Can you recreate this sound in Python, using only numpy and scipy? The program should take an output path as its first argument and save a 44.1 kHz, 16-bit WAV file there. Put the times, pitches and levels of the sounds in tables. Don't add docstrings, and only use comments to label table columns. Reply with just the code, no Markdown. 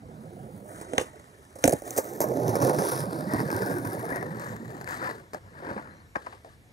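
import sys
import numpy as np
from scipy import signal
from scipy.io import wavfile
from scipy.ndimage import uniform_filter1d

SR = 44100
rng = np.random.default_rng(int(sys.argv[2]) if len(sys.argv) > 2 else 0)


def gain_from_decibels(decibels):
    exponent = np.asarray(decibels, float) / 20
    return 10 ** exponent


def wav_out(sig):
    wavfile.write(sys.argv[1], SR, np.round(np.clip(np.atleast_2d(sig).T, -1, 1) * 32767).astype(np.int16))


N = 296352

# time in seconds, level of the deck hum in dB.
ROLL_LEVEL = [(0, -49.5), (.4, -44.5), (.65, -45.5), (.9, -54), (1.08, -49.5), (1.5, -56), (1.8, -68),
              (1.88, -42.5), (2.08, -35.5), (2.19, -35.5), (2.26, -29.5), (2.5, -24), (2.7, -25.5),
              (2.9, -29), (3.05, -31.5), (3.13, -30), (3.3, -34), (3.42, -28.5), (3.55, -41), (3.67, -29.5),
              (3.78, -32.5), (4.05, -31), (4.35, -36), (4.58, -40.5), (4.7, -37), (4.85, -41.5),
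              (5.15, -39), (5.3, -61), (5.55, -53.5), (5.9, -50), (6.1, -69.5), (6.72, -90)]
# time in seconds, rumble in dB, rattle in dB, grit in dB.
LAYER_SHARES = [(0, 8, -8.5, -21), (.3, 4.5, -9.5, -16), (.7, 2.5, -17, -19.5), (1.1, -4, -4.5, -6),
                (1.9, -11, -1, 1), (2.3, -6, -14, -18), (2.9, -7.5, -7, -16.5), (3.25, -3.5, -7.5, -14),
                (3.5, 1, -9.5, -14), (4.1, -10, -8.5, -16), (4.3, -1, -9.5, -18.5), (4.6, 3, -9.5, -18.5),
                (5.1, -9, -4.5, -12), (5.5, 4.5, -0.5, -12.5), (6.72, 0, 9, -32)]
# start in seconds, length in seconds,
# rattle in dB, hum above rattle in dB, grit above rattle in dB.
SCRAPES = [(0.635, 0.3, -46.5, 4.5, -2), (0.88, 0.17, -46.5, 11.5, -0.5), (1.017, 0.11, -50, -4, -3),
           (1.591, 0.24, -42, -3.5, 0.5), (1.82, 0.11, -48.5, 8.5, 3), (2.598, 0.12, -29, 9.5, -5),
           (2.733, 0.32, -32, -13, -3), (3.28, 0.14, -31, -2, -14), (3.441, 0.37, -30.5, 1.5, -10.5),
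           (3.814, 0.18, -40.5, 4, -5.5), (4.06, 0.14, -34, -16, -15), (4.342, 0.23, -38, -18, -10),
           (4.855, 0.15, -33.5, -11, -10.5), (4.978, 0.15, -30, -5, -17), (5.343, 0.047, -43, -2, -11),
           (5.523, 0.35, -42, 0, -14.5), (5.613, 0.15, -37.5, 1.5, -24), (6.141, 0.28, -51, 0, -6),
           (6.431, 0.14, -58, -3, -4)]
SCRAPE_EDGE, SCRAPE_RUMBLE_DB = 0.79, -10.5

# frequency in Hz, relative density in dB per Hz.
RUMBLE_COLOUR = [(30, -31), (60, -32), (110, -3), (200, -5.5), (300, -13), (600, -52.5), (6000, -89)]
HUM_COLOUR = [(120, -29), (220, -5.5), (350, 1.5), (520, 0.5), (750, -2), (1000, -9), (1500, -53.5),
              (12000, -87)]
RATTLE_COLOUR = [(500, -7.5), (900, 5), (1300, 7), (1700, 0.5), (2100, -11), (2350, -12), (2900, -22.5),
                 (4500, -42), (12000, -76)]
GRIT_COLOUR = [(1500, -13), (2600, -7), (3400, -5.5), (4200, -5.5), (5000, -5), (6200, -1), (8000, 0.5),
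               (11000, 5.5), (14000, 7), (15700, 5.5), (15950, -69)]
# time in seconds, pitch in Hz, level against the plain rattle in dB.
HOLLOW = [(0, 1710, -13), (.98, 2010, -7.5), (2.3, 1630, -4), (3.0, 1610, -25), (3.3, 1920, -5.5),
          (3.43, 1940, -4), (3.5, 1480, 1.5), (3.62, 1390, -5), (3.8, 1450, 1), (3.95, 1720, -2),
          (4.1, 1680, -1.5), (4.17, 1900, 0.5), (4.3, 1770, -0.5), (4.5, 1840, -4), (4.9, 1850, -6.5),
          (5.1, 1740, -5.5), (6.72, 1700, -2.5)]
HOLLOW_WIDTH_HZ = 283
# time in seconds, lower pitch in Hz,
# its gain on the treble in dB, upper pitch in Hz, its gain on the treble in dB.
AXLES = [(0, 6360, -6, 10400, 0), (.7, 6300, -8, 9000, -4), (.98, 6440, -3, 8700, -1),
         (1.1, 6300, -12, 9500, -22), (1.62, 5800, -12, 9500, -11), (1.64, 5900, 7.5, 9600, -17),
         (1.66, 6170, -3, 8500, 0), (1.73, 6640, -2, 9450, -9), (1.8, 6300, -8, 9600, -11),
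         (2.2, 6000, -6, 10800, -19), (2.6, 5930, -0.5, 11100, -3), (2.95, 5800, -2, 10600, 4.5),
         (3.1, 4800, -0.5, 10600, 1.5), (3.7, 5000, -0.5, 10500, -15), (3.8, 6030, -18, 10400, -3.5),
         (4.15, 4400, -20, 11000, 1), (4.3, 4440, -7, 11000, -9), (4.36, 4370, -3, 6800, -8),
         (4.5, 4350, -6, 6700, -1.5), (4.85, 4600, 1, 6900, -13), (4.92, 4600, -3, 7260, -9),
         (5.05, 4730, 6, 9500, -10), (5.2, 4600, -9, 9500, -15), (5.8, 4700, 0, 9440, -5),
         (6.72, 4500, -11, 9500, -3)]
AXLE_WIDTH_HZ = (1630, 2200)

# time in seconds, deck in dB,
# truck clack in dB, crack in dB, nominal contact decay time (t60) in seconds, later held within limits.
BLOWS = [(0.812, -37.5, -40.5, -39, 0.064), (0.934, -28, -50, -43, 0.034),
         (0.981, -18.5, -18.5, -27, 0.034), (0.997, -30, -48, -32.5, 0.17), (1.01, -26.5, -36, -32, 0.15),
         (1.555, -38.5, -44, -42.5, 0.11), (1.586, -41, -43, -42, 0.094), (1.64, -12.5, -34, -16.5, 0.031),
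         (1.646, -21, -45, -45, 0.03), (1.654, -29, -45, -24, 0.044), (1.659, -23.5, -49, -44, 0.025),
         (1.677, -11.5, -41, -16.5, 0.033), (1.681, -18, -50, -40, 0.01), (1.694, -20.5, -50, -25.5, 0.031),
         (1.7, -28, -36, -46, 0.033), (1.709, -26, -41, -34, 0.025), (1.724, -32, -53, -26.5, 0.02),
         (1.728, -15, -55, -33, 0.066), (1.734, -20, -36, -28, 0.02), (1.82, -35, -51, -42.5, 0.034),
         (1.907, -50, -60, -31, 0.014), (1.963, -35, -38, -31, 0.071), (1.97, -26.5, -44, -30, 0.088),
         (1.976, -25, -26.5, -18.5, 0.09), (1.985, -14.5, -30, -30, 0.035),
         (2.204, -18.5, -28, -24.5, 0.047), (2.213, -21.5, -23.5, -24.5, 0.11),
         (2.24, -20, -28, -36, 0.038), (2.287, -37, -44, -41.5, 0.014), (2.316, -24, -47, -49, 0.0037),
         (2.48, -31, -40, -34.5, 0.032), (2.491, -30, -35, -33.5, 0.073), (2.554, -20, -24.5, -30, 0.062),
         (2.62, -47, -23, -30, 0.088), (2.648, -27, -49, -32, 0.03), (2.667, -31, -55, -51, 0.055),
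         (2.695, -24, -22.5, -32, 0.046), (2.764, -50, -50, -41, .012), (2.785, -21.5, -24.5, -30, 0.18),
         (2.821, -27, -33, -38, 0.032), (2.988, -28, -46, -35.5, 0.13), (3.004, -36, -41, -41, .015),
         (3.037, -27.5, -45, -48, 0.022), (3.336, -50, -28.5, -34, 0.023), (3.345, -35, -31, -45, 0.0093),
         (3.394, -51, -27, -53, 0.035), (3.403, -52, -25.5, -40.5, 0.019), (3.503, -53, -29, -41, 0.026),
         (3.515, -52, -41, -39, 0.017), (3.528, -58, -29.5, -39, 0.022), (3.565, -47, -40, -35.5, 0.016),
         (3.661, -50, -50, -40, 0.01), (3.784, -52, -47, -42, .01), (3.849, -49, -30.5, -40, 0.066),
         (3.932, -55, -52, -44, .008), (3.951, -55, -50, -48, .01), (4.091, -55, -45, -53, 0.0087),
         (4.119, -30, -47, -59, 0.029), (4.159, -31, -35, -38.5, 0.027), (4.227, -43, -29.5, -45, 0.04),
         (4.319, -60, -49, -57, .01), (4.369, -58, -55, -52, .008), (4.397, -55, -47, -46, .012),
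         (4.445, -60, -55, -47, .012), (4.565, -60, -44, -49, .01), (4.812, -51, -35.5, -46, 0.035),
         (4.844, -62, -45, -47, .008), (4.875, -59, -35, -47, 0.022), (4.889, -54, -36, -42, 0.027),
         (4.908, -49, -33, -43, 0.045), (4.923, -55, -36, -51, .012), (5.026, -38, -35, -52, .02),
         (5.09, -33, -50, -55, 0.016), (5.333, -33.5, -36, -42, 0.068), (5.345, -30, -33, -44.5, 0.034),
         (5.713, -51, -39.5, -53, 0.019), (5.764, -30.5, -37, -66, 0.027), (5.776, -44, -30, -55, 0.088),
         (6.154, -44, -31, -55, 0.038), (6.157, -35, -24, -46, 0.031), (6.164, -34, -33, -49, 0.047),
         (6.263, -48, -36.5, -55, 0.06), (6.268, -42.5, -33, -61, 0.038), (6.325, -59, -40, -74, 0.068),
         (6.446, -40.5, -50, -57, 0.046), (6.459, -42, -61, -65, 0.12)]
# frequency in Hz, level in dB, nominal t60 in seconds.
BOARD_MODES = [(287, 0, 0.051), (793, -5, 0.13), (1080, -15, 0.26), (1135, -3, 0.067), (1485, 3, 0.2),
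               (1590, -8, 0.14), (2020, -5, 0.25), (2210, -39.5, 0.113)]
LOW_MODE_DB, DECK_T60_S = -19.5, 0.049
# time in seconds, pitch of the higher deck mode in Hz,
# dullness of the truck knock from 0 to 1.
LOAD = [(.93, 475, 0.2), (.98, 519, 0), (1.01, 492, 0), (1.64, 530, 1), (1.68, 559, .1), (1.73, 576, 0.1),
        (1.98, 522, 0.26), (2.2, 612, 0.8), (2.8, 535, 0.58), (4.2, 560, 0), (5.3, 615, 0.3),
        (5.8, 490, 0.7), (6.16, 510, 0.66), (6.27, 520, 0.9), (6.33, 520, 0.75), (6.45, 650, .8)]
# time in seconds, level in dB.
THUDS = [(.934, -29), (0.982, -31.5), (1.646, -15), (1.649, -13), (1.658, -38), (1.677, -18.5),
         (1.735, -17.5), (2.213, -31), (2.238, -29), (2.541, -46), (2.616, -36), (2.782, -36), (3.036, -34),
         (3.335, -19), (3.348, -20.5), (3.407, -28), (3.527, -25), (3.783, -26.5), (3.846, -26),
         (4.122, -30), (5.711, -29.5), (5.788, -38), (6.164, -34)]
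THUD_T60_S = 0.043
# time in seconds, level in dB, nominal t60 in seconds.
SNAPS = [(.934, -39, 0.018), (0.9807, -16, 0.01), (1.64, -16, 0.0092), (1.676, -59, .01),
         (2.204, -68, .012), (2.481, -46, .01), (6.157, -49, 0.014)]
# frequency in Hz, relative density in dB per Hz.
SNAP_COLOUR = [(1000, -30.5), (1500, 17), (2000, 3), (2500, 7), (3100, 7), (3700, 3), (4200, -1),
               (4800, -36), (6400, -3), (9000, -31), (15000, -50)]
DULL_KNOCK_COLOUR = [(400, -28), (700, -4.5), (920, 1.5), (1200, -1.5), (1700, -21), (2300, -23),
                     (3000, -42), (12000, -80)]
CRACK_COLOUR = [(1500, -21), (2600, -13), (3400, -17.5), (4400, -10), (5200, -4), (6200, -3), (8000, -2),
                (11000, 2.5), (14000, 4.5), (15700, 2.5), (15900, -16), (16400, -23), (16700, -69)]

# time in seconds, level before decay in dB, settled pitch in Hz.
BUMPS = [(2.213, -33, 166), (2.362, -25, 140), (2.483, -17.5, 115), (2.624, -18, 129), (2.791, -15, 190.5),
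         (2.998, -21, 152), (3.07, -18, 187), (3.228, -20, 170), (3.266, -17, 202), (3.328, -30, 199),
         (3.343, -17.5, 113), (3.414, -19.5, 217), (3.432, -22, 218), (3.454, -16, 153), (3.54, -17, 109),
         (3.61, -23, 129), (3.787, -28, 118), (3.859, -20, 115), (3.978, -24, 123), (4.106, -27, 200),
         (4.255, -33, 135), (4.309, -21, 189), (4.671, -28, 136), (5.345, -37.5, 187), (5.678, -44, 156),
         (5.761, -21.5, 209)]
BUMP_CYCLES, BUMP_SAG = 2.47, 0.16
# time in seconds, level before decay in dB.
JOLTS = [(2.4902, -19), (2.5565, -24), (2.592, -21), (2.629, -18), (2.6375, -18), (2.649, -23),
         (2.667, -20), (2.7, -21), (2.779, -18), (2.797, -21), (2.852, -22), (3.544, -23), (4.121, -25)]
JOLT_HZ, JOLT_CYCLES = 560, 0.8

# time in seconds, mean pitch in Hz, mean level in dB.
CHIRP = [(5.897, 4100, -85), (5.912, 4080, -61), (5.935, 4150, -68), (5.95, 4040, -79), (5.978, 4180, -66),
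         (5.997, 4230, -75), (6.01, 4390, -63), (6.02, 4400, -85)]
# frequency in Hz, relative density in dB per Hz.
AIR_COLOUR = [(18, -61), (30, -3.5), (53, 7.5), (163, -13.5), (200, -10.5), (240, -14), (1300, -26),
              (2310, -23), (2490, -30.5), (3680, -31.5), (12800, -39.5), (15000, -61), (15700, -60),
              (15900, -95)]
AIR_DB = -47.5
# frequency in Hz, left-right correlation.
AIR_LIKENESS = [(60, 0.96), (150, 0.74), (380, 0.8), (950, 0.25), (2380, -0.5), (5980, 0.98), (15000, 0.96)]

# time in seconds, extra delay in ms, treble loss in dB per kHz.
BOUNCE = [(0, 0.13, 1.5), (.62, .11, 0.1), (.9, 0.11, 2.5), (1.64, 0.11, 1.5), (1.75, 0.11, 1.2),
          (2.2, .15, 0.5), (2.5, 0.19, 1.14), (2.85, 0.21, 1.3), (3.3, 0.22, 1.4), (3.7, 0.21, 0.76),
          (4.2, 0.21, 1.46), (4.8, 0.27, 1.5), (5.15, 0.25, 2), (6.72, 0.24, 3.5)]
BEARING_S = [1.2, 2.7, 4.7]
# frequency in Hz, left minus right in dB.
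PORT_TILTS = [
    [(60, 1), (140, -6.5), (330, -4.5), (500, -8.5), (770, -7.5), (1170, -0.5), (1790, 5.5), (2740, -4),
     (4190, 0.5), (6410, 0.5)],
    [(60, -6.5), (140, 0.5), (210, -5), (500, -1.5), (770, 4), (1170, 1.5), (1790, 14), (2740, 16.5),
     (4190, -1.5), (6410, 16.5)],
]
# frequency in Hz, lead of the left port in radians.
PORT_LEADS = [
    [(0, 0), (600, -0.8), (1120, -3.3), (2150, -5.6), (2670, -9.5), (3190, -8.3), (3700, -10.9),
     (4650, -10.6), (5510, -12.4)],
    [(0, 0), (500, 0.2), (860, 1.5), (1700, 4.4), (2500, 5.9), (3010, 3.7), (3600, 6.3), (7500, 6.3)],
    [(0, 0), (430, 0.8), (1800, 3.8), (2500, 4), (2930, 3.4), (4130, 5.5), (5170, 5.5), (6000, 7),
     (7500, 6.3)],
]


def evened(x):
    return x / np.sqrt(np.mean(x ** 2) + 1e-20)


def read(points, hz):
    f, value = np.transpose(points)
    return np.interp(np.log(hz + 1), np.log(f + 1), value)


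def colour(points):
    log_gain = np.log(gain_from_decibels(read(points, abs(np.fft.fftfreq(4096, 1 / SR)))))
    taps = np.fft.ifft(np.exp(np.conj(signal.hilbert(log_gain)))).real[:2048]
    return taps / np.linalg.norm(taps)


def ring(modes, damping):
    t = np.arange(SR // 5) / SR
    taps = np.zeros(len(t))
    for hz, db, t60 in modes:
        taps += gain_from_decibels(db - 60 * damping * t / min(t60, .15)) * np.sin(2 * np.pi * hz * t)
    return taps / np.linalg.norm(taps)


def through(x, taps):
    return signal.oaconvolve(x, taps)[..., :N]


def lumps(per_s):
    pole = np.exp(-2 * np.pi * per_s / SR)
    return evened(signal.lfilter([1], [1, -pole], rng.standard_normal(N)))


def resonate(x, hz, width_hz):
    turn = np.exp(2j * np.pi * np.cumsum(hz) / SR)
    r = np.exp(-np.pi * width_hz / SR)
    return 2 * (turn * signal.lfilter([1 - r], [1, -r], x / turn)).real


def garden():
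    frames, hz = N // 256 + 5, np.fft.rfftfreq(1024, 1 / SR)
    a, b, c, d, patches = rng.standard_normal((frames, 513, 5)).T
    patches = uniform_filter1d(patches, size=10, axis=0)
    patches = evened(uniform_filter1d(patches, size=14, axis=1))
    same = np.clip(read(AIR_LIKENESS, hz), -1, 1)[:, None]
    left = a + 1j * b
    right = same * left + np.sqrt(1 - same ** 2) * (c + 1j * d)
    z = np.array([left, right]) * gain_from_decibels(read(AIR_COLOUR, hz)[:, None] + 2.0 * patches)
    return gain_from_decibels(AIR_DB) * evened(signal.istft(z, nperseg=1024, noverlap=768)[1][:, :N])


def drive_levels():
    t = np.arange(N) / SR
    s, rumble_db, rattle_db, grit_db = np.transpose(LAYER_SHARES)
    above_db = np.array([np.interp(t, s, c) for c in (rumble_db, 0 * s, rattle_db, grit_db)])
    power = gain_from_decibels(np.interp(t, *np.transpose(ROLL_LEVEL)) + above_db) ** 2
    for start, length, db, hum_db, grit_above_db in SCRAPES:
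        arch = np.sin(np.pi * np.clip((t - start) / length, 0, 1)).clip(0) ** SCRAPE_EDGE
        above_db = np.array([[hum_db + SCRAPE_RUMBLE_DB], [hum_db], [0], [grit_above_db]])
        power += (gain_from_decibels(db + above_db) * arch) ** 2
    return np.sqrt(power)


def knocking(per_s, low_hz, high_hz, cycles):
    out, t = np.zeros(N), np.arange(4000) / SR
    for hz in np.geomspace(low_hz, high_hz, num=24):
        strength = gain_from_decibels(3.6 * np.minimum(rng.exponential(1, N), 2.5))
        stones = strength * (rng.random(N) < per_s / 24 / SR)
        envelope = np.exp(-t * hz / cycles) * np.minimum(t * hz, 1)
        out += through(stones, np.sin(2 * np.pi * hz * t) * envelope * np.sqrt(hz))
    return evened(out)


def roll():
    rumble_gain, hum_gain, rattle_gain, grit_gain = drive_levels()
    knocks = gain_from_decibels(4.6 * np.minimum(rng.exponential(1, N), 3.4)) * (rng.random(N) < 300 / SR)
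    shaking = evened(through(knocks, np.exp(-np.arange(800) / (0.002 * SR))))
    surface = gain_from_decibels(0.99 * lumps(42))
    noise = rng.standard_normal((4, N)) * surface

    thuds = 0.13 * surface * knocking(per_s=73, low_hz=77.6, high_hz=226.7, cycles=18.0)
    rumble = through(noise[0] * (1 + 0.031 * shaking) + thuds, colour(RUMBLE_COLOUR))

    taps = 0.57 * surface * knocking(per_s=330, low_hz=223.9, high_hz=1042.6, cycles=10.4)
    hum = through(noise[1] * (1 + 0.4 * shaking) + taps, colour(HUM_COLOUR))

    ticks = 0.5 * surface * knocking(per_s=400, low_hz=908.0, high_hz=2205.0, cycles=11.3)
    rattle = evened(through(noise[2] * (1 + 0.96 * shaking) + ticks, colour(RATTLE_COLOUR)))
    t, (s, hz, db) = np.arange(N) / SR, np.transpose(HOLLOW)
    hz = np.interp(t, s, hz)
    hollow = resonate(noise[2] * (1 + 0.8 * shaking) + ticks, hz, HOLLOW_WIDTH_HZ)
    hollow = resonate(hollow, hz, HOLLOW_WIDTH_HZ)
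    rattle = rattle + gain_from_decibels(np.interp(t, s, db)) * evened(hollow)

    hiss = noise[3] * (1 + 0.5 * shaking)
    sand = 0.62 * surface * knocking(per_s=930, low_hz=3635.0, high_hz=12850.0, cycles=7.8)
    sharp_ticks = 0.73 * surface * evened(knocks * np.sign(noise[0]))
    grit = through(hiss + sand + sharp_ticks, colour(GRIT_COLOUR))

    body = rumble_gain * evened(rumble) + hum_gain * evened(hum) + rattle_gain * 1.014 * rattle
    return body, grit_gain * evened(grit)


def axles(treble):
    t, (s, low_hz, low_db, high_hz, high_db) = np.arange(N) / SR, np.transpose(AXLES)
    out = treble
    for hz, db, width in zip((low_hz, high_hz), (low_db, high_db), AXLE_WIDTH_HZ):
        hz = np.interp(t, s, hz)
        band = resonate(resonate(treble, hz, width), hz, width)
        out = out + gain_from_decibels(np.interp(t, s, db)) * band
    return out


def struck(s, t60, db, taps, soft):
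    t, out = np.arange(4000) / SR, np.zeros(N + 4000)
    t60 = np.clip(t60, .006, .12)[:, None]
    drive = rng.standard_normal((len(s), 4000)) * gain_from_decibels(-60 * t / t60)
    if soft:
        drive *= np.minimum(t / 0.0016, 1) * gain_from_decibels(-25 * t / t60)
        drive += 0.5 * np.sin(np.pi * np.clip(t / 0.000826 - 1, 0, 1))
    else:
        drive *= np.minimum(t / (0.018 * t60), 1)
        drive *= 1 + 3.6 * np.exp(-t / 0.0006)
    parts = signal.fftconvolve(drive, taps * np.ones((len(s), 1)), axes=1)[:, :4000]
    for at, level_db, part in zip(np.round(s * SR).astype(int), db, parts):
        out[at:at + 4000] += gain_from_decibels(level_db) * part * np.sqrt(SR / 100) / np.linalg.norm(part)
    return out[:N]


def blows():
    s, deck_db, clack_db, crack_db, t60 = np.transpose(BLOWS)
    load_s, load_hz, dull = np.transpose(LOAD)
    low = ring(BOARD_MODES[:1], damping=1.43)[:2048] + 0.25 * colour(HUM_COLOUR)
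    high_hz = np.interp(s, load_s, load_hz)
    high = np.array([ring([(hz, 0, DECK_T60_S)], damping=0.91)[:2048] for hz in high_hz])
    high = high + 0.96 * colour(HUM_COLOUR)
    deck = struck(s, t60, deck_db + LOW_MODE_DB, low, soft=True) + struck(s, t60, deck_db, high, soft=True)

    trucks = ring(BOARD_MODES[1:], damping=2.3)[:2048] + 3.9 * colour(RATTLE_COLOUR)
    dull = np.clip(np.interp(s, load_s, dull), 0, 1)[:, None]
    clack = (1 - dull) * trucks / np.linalg.norm(trucks) + dull * colour(DULL_KNOCK_COLOUR)
    knocks = struck(s, t60, clack_db, clack, soft=False)
    wheel_hz = np.interp(np.arange(N) / SR, *np.transpose(HOLLOW)[:2])
    wheels = resonate(knocks, wheel_hz, HOLLOW_WIDTH_HZ)

    snap_s, snap_db, snap_t60 = np.transpose(SNAPS)
    snaps = struck(snap_s, snap_t60, snap_db, colour(SNAP_COLOUR), soft=False)
    thud_s, thud_db = np.transpose(THUDS)
    thuds = struck(thud_s, np.full(len(thud_s), THUD_T60_S), thud_db, low, soft=True)
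    cracks = struck(s, t60, crack_db, colour(CRACK_COLOUR), soft=False)
    return deck + 0.96 * knocks + wheels + snaps + thuds, cracks


def bumps():
    t, out = np.arange(SR // 8) / SR, np.zeros(N + SR)
    for s, db, hz in BUMPS:
        turns = hz * t * (1 + BUMP_SAG * np.exp(-hz * t))
        envelope = np.minimum(hz * t, 1) * np.exp(-hz * t / BUMP_CYCLES)
        at = round(s * SR)
        out[at:at + len(t)] += gain_from_decibels(db) * envelope * np.sin(2 * np.pi * turns)
    return out[:N]


def jolts():
    t, out = np.arange(SR // 50) / SR, np.zeros(N)
    s, db = np.transpose(JOLTS)
    out[np.round(s * SR).astype(int)] = -gain_from_decibels(db)
    return through(out, np.sin(2 * np.pi * JOLT_HZ * t) * np.exp(-JOLT_HZ * t / JOLT_CYCLES))


def bird():
    s, hz, db = np.transpose(CHIRP)
    t = np.arange(N) / SR
    level = gain_from_decibels(np.interp(t, s, db, left=-150, right=-150) + 1.5 * lumps(60))
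    pitch = np.interp(t, s, hz) + 25 * lumps(40)
    return np.sqrt(2) * level * np.sin(2 * np.pi * np.cumsum(pitch) / SR)


def yard(x):
    t = np.arange(SR // 3) / SR
    tail = rng.standard_normal((2, len(t))) * gain_from_decibels(-60 * t / 0.13) * (t > .012)
    tail = signal.lfilter([1], [1, -.6], tail)
    tail = signal.lfilter(*signal.butter(1, 600, "highpass", fs=SR), tail)
    return through(x[None], tail / np.linalg.norm(tail[0]))


def ports(body, treble):
    hz, t, z = signal.stft(np.array([body, treble]), SR, nperseg=512, noverlap=384)
    s, delay_ms, loss_db = np.transpose(BOUNCE)
    delay_s = np.interp(t, s, delay_ms) / 1000
    comb = 1 + 0.31 * np.exp(-2j * np.pi * hz[:, None] * delay_s)
    loss_db = np.clip(np.interp(t, s, loss_db), -.3, 4)
    dulling = gain_from_decibels(-(hz[:, None] / 1000 - 7) * loss_db)
    mono = z[0] + z[1] * comb * dulling

    reached_front = np.interp(t, BEARING_S[:2], [0, 1])
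    far = np.interp(t, BEARING_S[1:], [0, 1])
    tilt_db = np.array([read(p, hz) for p in PORT_TILTS]).T @ [1 - far, far]
    phasors = np.array([np.exp(1j * np.interp(hz, *np.transpose(p))) for p in PORT_LEADS])
    lead = np.angle(phasors.T @ [1 - reached_front, reached_front - far, far])
    apart = np.clip((7500 - hz[:, None]) / 1500, 0, 1)
    left = gain_from_decibels(apart * tilt_db / 2) * np.exp(1j * apart * lead)
    right = gain_from_decibels(-apart * tilt_db / 2)
    return signal.istft(mono * np.array([left, right]), SR, nperseg=512, noverlap=384)[1][:, :N]


def scene():
    roll_body, roll_grit = roll()
    blow_body, blow_crack = blows()
    body = roll_body + blow_body + bumps() + jolts()
    treble = axles(roll_grit + blow_crack)
    scattered = gain_from_decibels(-18.0) * yard(body + 0.11 * treble)
    bird_pair = bird() * gain_from_decibels(np.array([[1.5], [-1.5]]))
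    return ports(body, treble) + scattered + bird_pair + garden()


def top_cut(x):
    return signal.sosfilt(signal.butter(12, 16990, fs=SR, output="sos"), x)


def record(dry):
    low_cut = signal.sosfilt(signal.butter(3, 75, "highpass", fs=SR, output="sos"), dry)
    mix = 0.46 * np.tanh(low_cut / 0.73)
    return top_cut(mix)


dry = scene()
out = record(dry)
wav_out(out)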